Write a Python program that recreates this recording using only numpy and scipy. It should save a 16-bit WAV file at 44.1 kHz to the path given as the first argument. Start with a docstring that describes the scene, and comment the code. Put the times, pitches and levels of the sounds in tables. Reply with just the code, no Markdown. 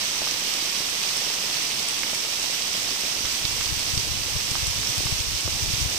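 """Steady night rain on grass and leaves: countless far drops merge into hiss, nearer ones patter,
and single close drops tick or plop on leaves, each a sine that dies within a few cycles.
Branches drip, one drop plinks in a puddle, and a dull wash of the surroundings lies underneath.
A hand-held camera hears it through two differently coloured microphone ports; halfway through,
it tilts away from the leaves and a breeze starts to buffet the left port."""
import sys
import numpy as np
from scipy import signal
from scipy.fft import rfft, irfft, next_fast_len
from scipy.io import wavfile
from scipy.ndimage import map_coordinates

SR = 44100
rng = np.random.default_rng(int(sys.argv[2]) if len(sys.argv) > 2 else 0)


def master(y):
    """Save y as 16-bit WAV."""
    cut = np.clip(np.atleast_2d(y).T, -1, 1)
    pcm = np.round(cut * 32767)  # scale
    wavfile.write(sys.argv[1], SR, pcm.astype(np.int16))


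N = 263713
TOP_HZ = 15550  # the camera's band limit


def amp(db):
    """Decibels to gain."""
    return 10 ** (np.asarray(db) / 20)


def unit(x):
    """Scaled to rms 1."""
    return x / np.sqrt(np.mean(x ** 2) + 1e-20)


def eq_gain(points, hz):
    """Gain of an EQ curve: (freq_hz, gain_db) points joined on a log axis."""
    freq_hz, gain_db = np.transpose(points)
    return amp(np.interp(np.log(hz + 1), np.log(freq_hz + 1), gain_db))


def automation(rows):
    """One value per sample from (time_s, value) rows."""
    return np.interp(np.arange(N) / SR, *np.transpose(rows))


def wobble(rate_hz):
    """A smooth random curve through rate_hz knots a second."""
    knots = np.random.default_rng(rng.integers(2 ** 20)).standard_normal(int(N * rate_hz / SR) + 4)
    return map_coordinates(knots, [np.arange(N) * rate_hz / SR])


def filtered(x, response):
    """Zero-phase filter with gain response(hz)."""
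    size = next_fast_len(N + SR // 2)
    return irfft(rfft(x, size) * response(np.fft.rfftfreq(size, 1 / SR)), size)[..., :N]


def noise(spectrum):
    """Two unrelated noises with the given spectrum; rms 1."""
    return unit(filtered(rng.standard_normal((2, N)), lambda hz: eq_gain(spectrum, hz)))


def impacts(start_s, level_db, pitch_hz, pan_db, peak_cycles, samples, lag_s=0):
    """Stereo hits: sines that crest after peak_cycles, then die. Pan and lag are left minus right."""
    channels = []
    for side in (1, -1):
        onset = (start_s + side * lag_s / 2) * SR
        index = np.ceil(onset).astype(int) + np.arange(samples)[:, None]
        cycles = (index - onset) / SR * pitch_hz
        pan_gain = np.sqrt(2 / (1 + amp(-2 * side * pan_db)))
        envelope = cycles / peak_cycles * np.exp(1 - cycles / peak_cycles)
        hits = amp(level_db) * pan_gain * envelope * np.sin(2 * np.pi * cycles)
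        channels.append(np.bincount(np.clip(index, 0, N).ravel(), hits.ravel(), N + 1)[:N])
    return np.array(channels)


def patter(centre_hz, octaves, range_db, peak_cycles, width_db, count, samples):
    """Drops at random times, bearings and pitches, most of them far and faint; rms 1."""
    when, tuning, bearing, area = rng.random((count, 4)).T
    pitch_hz = np.minimum(centre_hz * 2 ** (octaves * (2 * tuning - 1)), TOP_HZ)
    level_db = -10 * np.log10(area + amp(-2 * range_db))  # even over the ground, fading with distance
    side = 2 * bearing - 1
    return unit(impacts(when * N / SR, level_db, pitch_hz, width_db * side, peak_cycles, samples,
                        lag_s=-0.0004 * side))


# Tone of the low ambience bed: freq_hz, gain_db
WASH_SPECTRUM = [(20, -22), (70, -11.5), (120, 0), (280, -0.5), (550, -5.5), (900, -11.5), (1800, -24)]
def distant_wash():
    """The dull wash of the surroundings, nearly alike at both ports."""
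    mid, side = noise(WASH_SPECTRUM)
    return amp(-42.5 + 1.17 * wobble(8)) * (mid + amp(-17) * np.array([side, -side]))


# Tone of the wind rumble: freq_hz, gain_db
BUFFET_SPECTRUM = [(10, -16), (25, -3), (60, 5.5), (120, 0.5), (190, -13.5), (300, -25), (700, -57)]
# The breeze rises out of near calm, then holds: time_s, strength_db
BREEZE_SWELL = [(0, -60), (1.9, -60), (3.25, -50), (3.55, -37), (5.3, -37.5), (5.98, -34.5)]
# Thumps of the strongest eddies at the left port: centre_s, peak_db
EDDY_THUMPS = [(3.451, -19), (3.727, -21), (3.775, -24), (3.94, -16.5), (3.976, -13), (4.118, -22),
               (4.516, -18.5), (4.629, -18.5), (4.983, -17.5), (5.06, -17.5), (5.127, -14), (5.739, -15),
               (5.861, -16.5)]
def breeze():
    """Lumpy turbulence rumbles and thumps at the left port; the right one is sheltered."""
    lumps = amp(3.6 * np.array([wobble(50), wobble(50)]))
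    gusts_db = automation(BREEZE_SWELL) + 2.5 * wobble(12)
    exposure_db = np.array([[3], [-13]])  # left, right
    buffet = unit(lumps * noise(BUFFET_SPECTRUM)) * amp(gusts_db + exposure_db)
    t = np.arange(N) / SR
    thump_hz, width_cycles = 92.6, 0.4
    for centre_s, peak_db in EDDY_THUMPS:
        cycles = np.clip((t - centre_s) * thump_hz, -10, 10)
        # a passing eddy: one dip of pressure between two shoulders
        buffet[0] -= amp(peak_db) * np.cos(2 * np.pi * cycles) * np.exp(-(cycles / width_cycles) ** 2)
    return buffet


# A drop traps a ringing bubble in standing water: start_s, level_db, pitch_hz, pan_db
PUDDLE_PLINKS = [(4.872, -19, 5400, -1)]
def branch_drips():
    """A few heavier drops a second fall from branches onto ground and blades; one plinks in a puddle."""
    plops = patter(590, octaves=1, range_db=4, peak_cycles=0.35, width_db=4, count=20, samples=400)
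    ticks = patter(9600, octaves=0.4, range_db=5, peak_cycles=0.42, width_db=9.7, count=20, samples=64)
    plink = impacts(*np.transpose(PUDDLE_PLINKS), peak_cycles=2.7, samples=500)
    return amp(-56.5) * plops + amp(-50) * ticks + plink


# Foreground hits on leaves: start_s, level_db, pitch_hz, pan_db
LEAF_HITS = [(0.2185, -18, 644, 1), (0.2723, -18.5, 1220, 1), (0.287, -12.5, 4470, 3),
             (0.5385, -9, 6800, 5), (0.8058, -24, 640, 3), (1.0372, -14.5, 3690, -1),
             (1.8861, -9, 9000, 18), (2.034, -11, 2180, -2), (2.133, -21.5, 630, 1),
             (2.1476, -12.5, 8840, 10), (2.4412, -24.5, 680, -10), (3.2518, -19, 1700, -11),
             (3.4531, -10, 3970, -20), (3.6102, -17, 1720, -16), (3.658, -13, 4590, -4),
             (3.7947, -12, 9090, 10), (3.9775, -10, 4300, -4), (4.5541, -14.5, 1310, -3),
             (4.6691, -5.5, 7260, 20), (5.006, -20.5, 378, 23), (5.0685, -19, 1190, 0),
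             (5.4094, -13.5, 9110, 11), (5.4783, -17.5, 494, 3)]
def close_drops():
    """Single fat drops close by: a snap of contact, the leaf's ring, a spray of droplets."""
    start_s, level_db, pitch_hz, pan_db = np.transpose(LEAF_HITS)
    ring_cycles = 0.36 * (pitch_hz / 1000) ** 0.16  # small stiff blades ring more cycles
    rings = impacts(start_s, level_db, pitch_hz, pan_db, ring_cycles, samples=500)
    snap_hz = np.minimum(2 * pitch_hz, 12000)
    snaps = impacts(start_s, level_db - 2, snap_hz, pan_db, peak_cycles=0.32, samples=200)
    t = np.arange(SR // 20) / SR
    spray_t60_s = 0.084
    spray = rng.standard_normal((2, len(t))) * amp(-60 * t / spray_t60_s)
    splashes = signal.fftconvolve(rings, spray / np.linalg.norm(spray[0]), axes=1)[:, :N]
    return rings + snaps + amp(-4) * splashes


# Tone of the far rain's hiss: freq_hz, gain_db
HISS_SPECTRUM = [(100, -18), (300, -7), (700, -1), (1500, 2.5), (3000, 4.5), (8000, 0), (15000, -4.5)]
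def rain():
    """Far drops merge into hiss; nearer ones tick on blades, tap on leaves and plop on wet ground."""
    hiss = amp(-28 + 0.28 * wobble(40)) * noise(HISS_SPECTRUM)
    ticks = amp(-37) * patter(6870, octaves=1.23, range_db=16, peak_cycles=0.35,
                              width_db=5.8, count=7000, samples=64)
    taps = amp(-44) * patter(1670, octaves=0.77, range_db=12, peak_cycles=0.32,
                             width_db=2.9, count=1500, samples=160)
    plops = amp(-48) * patter(492, octaves=0.97, range_db=12.5, peak_cycles=0.42,
                              width_db=1.7, count=600, samples=400)
    flurries = amp(0.28 * wobble(4.85) + 0.39 * wobble(25))  # slight swells, as of drops in clusters
    return (hiss + ticks + taps + plops) * flurries


# Low-shelf ride on the rain's body: time_s, gain_db
BODY_RIDE = [(0, 1), (2.7, 0.34), (3.9, -1), (5.98, -1.2)]
def tilt_away(shower):
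    """The rain thins as the camera tilts up, away from the leaves that give it body."""
    body = filtered(shower, lambda hz: 1 / (1 + (hz / 3800) ** 4))
    return shower + (amp(automation(BODY_RIDE)) - 1) * body


# Colour of each microphone port: freq_hz, gain_db
LEFT_PORT_EQ = [(300, -3.5), (1050, -1.45), (1500, -5.5), (2200, -0.5), (2800, 0.5), (4100, -3),
                (5300, -6.5), (6250, -11), (7200, -1.2), (8100, 6.2), (9300, -0.8), (12200, -6.5),
                (13800, -16), (15500, -23)]
RIGHT_PORT_EQ = [(300, -3), (1050, -1), (1550, -5), (2200, 1), (2800, 3), (4100, 5), (5300, 10), (6000, 10),
                 (6800, 4), (7700, -8.5), (9200, -10.5), (12000, -6.5), (13800, 2.5), (15500, -4)]
def mic_port(x, colour, size=2048):
    """A microphone port rings and colours the sound, as a minimum-phase EQ."""
    cepstrum = irfft(np.log(eq_gain(colour, np.fft.rfftfreq(size, 1 / SR))))
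    causal_fold = 1 + np.sign(size // 2 - np.arange(size))
    causal_fold[0] = 1
    ring = irfft(np.exp(rfft(cepstrum * causal_fold)))
    return signal.fftconvolve(x, ring)[:N]


def scene():
    """Rain and surroundings through the two ports, with the breeze on top."""
    left, right = tilt_away(rain()) + close_drops() + branch_drips() + distant_wash()
    return np.array([mic_port(left, LEFT_PORT_EQ), mic_port(right, RIGHT_PORT_EQ)]) + breeze()


def record(dry):
    """A brick-wall high cut at the camera's band limit."""
    return filtered(dry, lambda hz: hz < TOP_HZ)


dry = scene()
out = record(dry)
master(out)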